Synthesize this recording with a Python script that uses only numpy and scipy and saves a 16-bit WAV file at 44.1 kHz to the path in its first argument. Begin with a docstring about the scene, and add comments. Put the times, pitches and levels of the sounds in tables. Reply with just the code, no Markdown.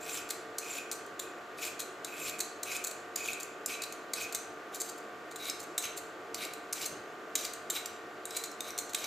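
"""A metal peeler with a loose swivel blade rasps over a raw potato in a hard-walled kitchen.
Each stroke is shaped noise: a skid, then a swelling cut that hisses through the blade modes and makes the frame sing.
The blade clacks in its pivots as it lands, lifts and is shaken clean: short noise bursts through the same modes.
Behind it a refrigerator drones, buzzes on mains multiples and whines; one soft low bump is heard.
"""
import sys
import numpy as np
from scipy import signal
from scipy.fft import rfft, irfft, next_fast_len
from scipy.io import wavfile
from scipy.ndimage import uniform_filter1d

SR = 44100
rng = np.random.default_rng(int(sys.argv[2]) if len(sys.argv) > 2 else 0)


def store_wav(level_fs):
    """Save 16-bit WAV to argv[1]."""
    pcm = np.round(np.clip(np.atleast_2d(level_fs), -1, 1) * 32767)
    wavfile.write(sys.argv[1], SR, pcm.T.astype(np.int16))


N = 399590


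def gain_of(db):
    """Decibels to amplitude."""
    return 10 ** (np.asarray(db) / 20)


def evened(x):
    """Scales to an rms of 1."""
    return x / np.sqrt(np.mean(x ** 2) + 1e-20)


def response_rms(h):
    """Rms gain of a response on white noise."""
    return np.sqrt(np.mean(abs(h) ** 2))


def read(points, hz):
    """Reads a table on a log-frequency axis."""
    f, value = np.transpose(points)
    return np.interp(np.log(hz + 1), np.log(f + 1), value)


def add(mix, start_s, sound):
    """Mixes a sound in at start_s."""
    part = mix[round(start_s * SR):][:len(sound)]
    part += sound[:len(part)]


def mode(hz, centre_hz, width_hz):
    """Response of one damped mode, 1 at its peak."""
    damping = 1j * hz * width_hz
    return damping / (centre_hz ** 2 - hz ** 2 + damping)


def wander(size, span_s):
    """Smoothed noise of rms 1, varying along the last axis."""
    span = max(round(span_s * SR), 2)
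    once = uniform_filter1d(rng.standard_normal(size), span)
    return evened(uniform_filter1d(once, span))


# left-right likeness of diffuse sound: (frequency [Hz], correlation [-])
LIKENESS = [(60, 0.91), (180, 0.97), (550, 0.99), (1650, 0.51), (4970, 0.78), (15000, 1)]


def pair(z, other, hz):
    """Left and right spectra of diffuse sound at two close points, from independent mid and side."""
    same = np.clip(read(LIKENESS, hz), 0, 1)[:, None]
    mid = np.sqrt((1 + same) / 2) * z
    side = np.sqrt((1 - same) / 2) * other
    return np.array([mid + side, mid - side])


def diffuse_noise(frames, hz):
    """Random left and right spectra of a diffuse field."""
    a, b, c, d = rng.standard_normal((frames, len(hz), 4)).T
    return pair(a + 1j * b, c + 1j * d, hz)


# drone spectrum, relative: (frequency [Hz], density [dB per Hz])
DRONE_SPECTRUM = [(15, -67), (25, -35.5), (181, -14.5), (450, 1), (515, 0.5), (709, -0.5), (978, -5.5),
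                  (1180, -4.5), (1670, -4.5), (5570, -23), (7090, -21), (9270, -33.5), (15000, -31)]
# hollow cabinet resonances over the drone: (frequency [Hz], width [Hz], added gain [dB])
CABINET_MODES = [(99.2, 9, 14), (158, 5.8, 14.5), (222, 18, 6), (297.6, 24.7, 7.5), (361, 57, 4.5),
                 (621.4, 3.9, 7.5), (670.5, 3, 10.5)]
# buzz harmonics: (multiple of the mains [-])
BUZZ_MULTIPLES = [9, 21, 22, 23, 24, 25, 27, 28, 29, 30, 31, 35, 36, 37]
# rms of each harmonic before its slow swell: (level [dB])
BUZZ_LEVELS_DB = [-57.5, -67.5, -66.5, -59, -58.5, -64.5, -64, -63.5, -61.5, -67, -60, -77, -76, -65.5]
DRONE_DB, MAINS_HZ = -47.5, 50
WHINE_HZ, WHINE_DB = 714, -57.5  # a lone motor tone


def refrigerator():
    """Steady broad drone with cabinet resonances, a mains-locked buzz and a whine."""
    hz = np.fft.rfftfreq(8192, 1 / SR)
    hollow = 1 + sum(gain_of(db) * abs(mode(hz, f, w)) ** 2 for f, w, db in CABINET_MODES)
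    colour = gain_of(read(DRONE_SPECTRUM, hz)) * hollow
    z = diffuse_noise(N // 2048 + 6, hz) * colour[:, None]
    drone = signal.istft(z, nperseg=8192, noverlap=6144)[1][:, :N]
    out = gain_of(DRONE_DB) * evened(drone)
    t = np.arange(N) / SR
    buzz = [(k * MAINS_HZ, db) for k, db in zip(BUZZ_MULTIPLES, BUZZ_LEVELS_DB)]
    for f, db in [(WHINE_HZ, WHINE_DB)] + buzz:
        phase = 2 * np.pi * rng.random()
        lag_rad = 0.17 * rng.choice([-1, 1])  # opposite in the two channels
        drift, swell_db = wander((2, N), 0.13)
        turn = 2 * np.pi * f * t + phase + drift / 4
        out += np.sqrt(2) * gain_of(db + swell_db) * np.sin(turn + np.array([[lag_rad], [-lag_rad]]))
    return out


BUMP_S, BUMP_DB, BUMP_PEAK_AFTER_S, BUMP_TOP_HZ = 6.89, -49.5, .04, 700


def bump():
    """A soft puff of low noise."""
    u = np.arange(SR // 2) / SR / BUMP_PEAK_AFTER_S
    band = signal.butter(2, [100, BUMP_TOP_HZ], "band", fs=SR, output="sos")
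    noise = evened(signal.sosfilt(band, rng.standard_normal(len(u))))
    out = np.zeros(N)
    add(out, BUMP_S, gain_of(BUMP_DB) * noise * u * np.exp(1 - u))
    return out


# reverberation time: (frequency [Hz], t60 [s])
KITCHEN_T60 = [(1500, 1), (4000, 0.58), (8000, 0.45), (14000, 0.24)]


def kitchen(x):
    """Diffuse room tail that fades in within a millisecond, each band dying at its own speed."""
    frames, hz = 260, np.fft.rfftfreq(256, 1 / SR)
    t = np.arange(frames) * 128 / SR
    z = diffuse_noise(frames, hz) * gain_of(-60 * t / read(KITCHEN_T60, hz)[:, None])
    tail = signal.istft(z, nperseg=256)[1]
    tail = tail * np.clip(np.arange(tail.shape[1]) / SR / 0.00067, 0, 1)  # 0.67 ms fade-in
    return signal.fftconvolve(x[None], tail / np.linalg.norm(tail[0]), axes=1)[:, :N]


# modes of blade and frame, before random shares: (frequency [Hz], width [Hz], gain [dB])
PEELER_MODES = [(2260, 480, -5), (3947, 50, 5), (4700, 900, -9.5), (5890, 200, -3.5), (6365, 200, -2.5),
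                (6953, 125, 4.5), (7335, 130, 3.5), (7870, 130, -4.5), (8300, 290, -5.5), (9680, 570, -11),
                (10800, 170, -9.5), (13040, 480, -5.5), (14540, 420, -15.5)]


def rings(hz, spread_db):
    """Summed response of the modes, in random shares that stand for where the contact falls."""
    shares_db = spread_db * rng.standard_normal(len(PEELER_MODES))
    return sum(gain_of(db + share) * mode(hz, f, w)
               for (f, w, db), share in zip(PEELER_MODES, shares_db))


CLACK_HIGH_DB = -2.5  # high modes against the middle ones


def clack(peak_db, rattle_s, low_db, handle_hz):
    """A few ms of uneven pivot rattle: the bare contact, the ringing steel and a handle mode set by the grip."""
    t, hz = np.arange(4096) / SR, np.fft.rfftfreq(4096, 1 / SR)
    u = t / np.clip(rattle_s, 1 / 2000, 1 / 50)
    envelope = u ** 1.28 * np.exp(-u)
    rattle = rng.standard_normal(len(t)) * envelope * gain_of(5.5 * wander(len(t), 0.0029))
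    # harder knocks also thud on the potato: the contact reaches lower
    corner_hz = np.clip(1700 * gain_of(-.5 * (peak_db + 41)), 800, 3000)
    contact = gain_of(-8) * hz ** 2 / (hz ** 2 + corner_hz ** 2)
    handle = gain_of(8.0) * mode(hz, handle_hz, 300)
    z = rfft(rattle) * (rings(hz, spread_db=1.0) + contact + handle)
    low = np.clip((6200 - hz) / 1000, 0, 1)
    high = np.clip((hz - 8300) / 1000, 0, 1)
    out = 0
    for share, db in (low, low_db), (1 - low - high, 0), (high, CLACK_HIGH_DB):
        band = irfft(z * share)
        peak_rms = np.sqrt(uniform_filter1d(band ** 2, size=130).max())  # 3 ms window
        out = out + gain_of(db) * band / peak_rms
    return gain_of(peak_db) * out


# blade knocking in its pivots; level is the short-term rms peak of the middle band, each knock starts 1 ms early:
# (time [s], level [dB], rattle decay [s], low modes against middle [dB], handle mode [Hz])
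PIVOT_KNOCKS = [(0.288, -44, 0.0045, -5, 4330), (0.301, -33, 0.0036, -4, 4220),
                (0.583, -32, 0.0023, -6.5, 4330), (0.915, -33, 0.0025, -5.5, 4300),
                (0.929, -40, 0.0012, -7, 4400), (1.064, -52.5, 0.001, -10, 4400),
                (1.194, -35.5, 0.0021, -2, 3670), (1.793, -33.5, 0.007, -7, 4030),
                (2.047, -36, 0.0012, -3.5, 4400), (2.296, -36.5, 0.0011, -6, 3700),
                (2.385, -38.5, 0.0057, -7, 4400), (2.404, -30.5, 0.0021, -2.5, 4240),
                (2.631, -33.5, 0.0018, -7, 4360), (2.766, -35.5, 0.0013, -14, 3780),
                (2.84, -32, 0.0026, -8.5, 4320), (2.868, -35.5, 0.0031, -6.5, 4300),
                (2.912, -41, 0.0018, -4.5, 4500), (3.158, -29, 0.0025, -6.5, 4670),
                (3.333, -36.5, 0.0015, -3, 3760), (3.397, -41, 0.0044, -6, 4530),
                (3.427, -37.5, 0.0046, -11, 4750), (3.661, -28.5, 0.0018, -11, 5100),
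                (3.819, -36.5, 0.0054, -0.5, 4200), (3.924, -41, 0.0027, -7, 4260),
                (4.135, -31.5, 0.0017, -1.2, 4230), (4.325, -40, 0.0024, -4, 4260),
                (4.346, -30, 0.0027, -6.5, 4180), (4.743, -39, 0.0064, -10, 4570),
                (4.8004, -33, 0.0042, -7.5, 4560), (4.889, -42, 0.0028, -5, 4500),
                (4.978, -52, 0.0028, -6, 4600), (5.311, -50, 0.0044, -3, 4120),
                (5.3585, -42, 0.003, -2.5, 3800), (5.499, -31.5, 0.00098, -2.5, 5200),
                (5.595, -44, 0.007, -3.5, 4370), (5.629, -48, 0.0036, -8, 4400),
                (5.779, -27.5, 0.0038, -3, 3830), (5.824, -41, 0.0035, -1, 3820),
                (5.963, -39.5, 0.0069, -5, 4330), (6.343, -35, 0.0037, -2, 4550),
                (6.45, -41, 0.00092, -1, 4400), (6.533, -42.5, 0.006, -4.5, 4160),
                (6.727, -30.5, 0.0032, -7.5, 4840), (6.855, -33, 0.0042, -8, 4190),
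                (7.354, -25, 0.0023, -6.5, 3800), (7.447, -35.5, 0.0021, 0.5, 4800),
                (7.533, -39.5, 0.0035, -7.5, 4180), (7.7, -30, 0.0025, -6.5, 3770),
                (7.858, -35.5, 0.0013, -6.5, 4930), (8.254, -36, 0.0016, -10, 3850),
                (8.307, -43.5, 0.002, -1, 5240), (8.366, -32, 0.0024, -4, 4080),
                (8.435, -36.5, 0.0062, -2, 4200), (8.515, -49.5, 0.0015, -4, 5300),
                (8.606, -34.5, 0.00088, -1, 3680), (8.705, -44, 0.002, 0, 5900),
                (8.778, -31, 0.0047, -5, 4100), (8.892, -47, 0.004, -5, 4160),
                (8.934, -40, 0.0016, -4, 4020), (8.947, -29, 0.002, -1, 3730),
                (9.042, -39.5, 0.0017, 3, 5940)]


def pivot_clacks():
    """Places every knock of the loose blade in its pivots."""
    out = np.zeros(N)
    for time_s, *row in PIVOT_KNOCKS:
        add(out, time_s - .001, clack(*row))
    return out


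def clumped(x, depth_db):
    """Patches of about 1 kHz by 15 ms stand out or sink, as the flesh tears unevenly."""
    z = signal.stft(x, nperseg=256, noverlap=192)[2]
    across_hz = uniform_filter1d(rng.standard_normal(z.shape), size=6, axis=0)
    patches = evened(uniform_filter1d(across_hz, size=10))
    return signal.istft(z * gain_of(depth_db * patches), nperseg=256, noverlap=192)[1]


SKID_DB_PER_S, RELEASE_DB_PER_S, SWELL_SHAPE = 220, 456, 1.07


def pressure(t, skid_db, rise_s, swell_db, top_db, hold_s):
    """Cutting level in dB: a skid that dies after landing, then the cut swells, holds and lets go."""
    swell = swell_db * np.clip(1 - t / rise_s, 0, 1) ** SWELL_SHAPE
    release = RELEASE_DB_PER_S * np.maximum(t - rise_s - hold_s, 0)
    cut = top_db - swell - release
    skid = skid_db - SKID_DB_PER_S * t - release
    return 10 * np.log10(10 ** (cut / 10) + 10 ** (skid / 10))


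# hiss of the tearing flesh, relative: (frequency [Hz], density [dB per Hz])
CUT_SPECTRUM = [(880, -13), (1500, 0.5), (1700, -12), (2550, -1.5), (2810, 0), (7720, -4), (9540, -7),
                (15000, -5.5)]
# singing frame modes, one list before and one after the grip changes, each response squared:
# (frequency [Hz], width before squaring [Hz], gain [dB])
SINGING_MODES = [
    [(2510, 130, -4), (2394, 320, -9.5)],
    [(3880, 340, -1), (2270, 310, -7)],
]
# how far singing follows the cutting level, before and after the grip changes: (share [-])
SINGING_FOLLOW = [0.28, 0.62]
REGRIP_S, STROKE_S = 4.5, .36
SING_ONSET_S, SING_PATCHY_DB = 0.023, 3.5


def stroke(start_s, skid_db, rise_s, swell_db, top_db, hold_s, sing_db):
    """Tearing cells hiss densely with a slight judder; the hiss also rings blade and frame."""
    t, grip = np.arange(0, STROKE_S, 1 / SR), int(start_s > REGRIP_S)
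    level_db = pressure(t, skid_db, rise_s, swell_db, top_db, hold_s)
    size = next_fast_len(len(t) + 3000)  # room for the ringing
    hz = np.fft.rfftfreq(size, 1 / SR)
    judder_db = 2 * wander(len(t), .0015) + wander(len(t), .01)
    effort = gain_of(level_db + judder_db) * np.minimum(t / 0.014, 1)

    def driven(drive, h):
        """Noise of the stroke's effort through one response."""
        noise = rng.standard_normal(len(t)) * effort * drive
        return irfft(rfft(noise, size) * h / response_rms(h), size)

    # the contact slides along the blade, so three sets of mode shares fade into one another
    slide = np.pi * (t / .12 + rng.random())
    hiss = 0
    for k in range(3):
        colour = gain_of(read(CUT_SPECTRUM, hz)) * (1 + gain_of(-4.0) * rings(hz, spread_db=10.5))
        hiss = hiss + driven(np.cos(slide + k * np.pi / 3), colour)
    # the frame takes a moment to start singing and then comes and goes
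    frame = sum(gain_of(db) * mode(hz, f, w) ** 2 for f, w, db in SINGING_MODES[grip])
    song_db = sing_db + SINGING_FOLLOW[grip] * (level_db - top_db) + SING_PATCHY_DB * wander(len(t), 0.017)
    onset = np.minimum(t / SING_ONSET_S, 1) ** 2
    song = driven(gain_of(song_db - level_db) * onset, frame)
    return clumped(hiss, depth_db=2.5)[:size] + song


# one row a stroke or brush; hiss levels are per layer, the three layers together lie 1.8 dB higher:
# (landing time [s], skid level [dB], rise [s], swell [dB], top level [dB], hold [s], frame singing level [dB])
STROKES_AND_BRUSHES = [(0.0, -51.5, 0.11, 22, -43, 0.067, -52.5), (0.601, -54, 0.17, 15, -43, .004, -49),
                       (1.207, -51, .01, 3, -56, .01, -57), (1.567, -66, 0.065, 14, -42.5, 0.043, -50.5),
                       (2.059, -51, 0.2, 23, -42, 0.029, -49), (2.644, -58, 0.082, 10, -42.5, 0.036, -47),
                       (3.167, -43, .09, 16, -44, 0.058, -48.5),
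                       (3.671, -44.5, 0.041, 14, -41.5, 0.017, -47.5),
                       (4.148, -51, 0.082, 6, -43, .004, -50.5), (4.716, -62, 0.039, 5, -54.5, .006, -63),
                       (4.791, -66, .016, 9, -57, 0.011, -70), (4.84, -64, 0.031, 2, -56.5, .015, -73),
                       (5.368, -68, 0.1, 18, -43.5, 0.019, -46.5), (5.8, -48, 0.041, 25, -40, .012, -50.5),
                       (6.358, -60, 0.079, 15, -41.5, .004, -47.5),
                       (6.746, -42.5, 0.07, 20, -43, 0.028, -65), (7.368, -52, .02, 3, -46.5, 0.071, -57),
                       (7.709, -58, 0.054, 15, -40.5, .004, -45.5), (8.262, -64, 0.1, 25, -45, .004, -49),
                       (8.62, -66, 0.063, 21, -47.5, .008, -48.5), (8.96, -53, .03, 7, -49, .08, -52)]


def strokes_and_brushes():
    """Places every peeling stroke, and three faint brushes as the blade is shaken clean near 4.8 s."""
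    out = np.zeros(N)
    for row in STROKES_AND_BRUSHES:
        add(out, row[0], stroke(*row))
    return out


def scene():
    """Peeler near the middle, its room tail, the refrigerator and the bump."""
    background = refrigerator() + bump()
    peeler = pivot_clacks() + strokes_and_brushes()
    direct = peeler * gain_of([[.2], [-.2]])  # left and right
    return direct + gain_of(-5.0) * kitchen(peeler) + background


EDGE_HZ = 14900


def record(dry):
    """Band limit: a steep low-pass at EDGE_HZ."""
    low_pass = signal.firwin(401, EDGE_HZ, window=("kaiser", 7), fs=SR)
    return signal.oaconvolve(dry, low_pass[None], "same")


dry = scene()
out = record(dry)
store_wav(out)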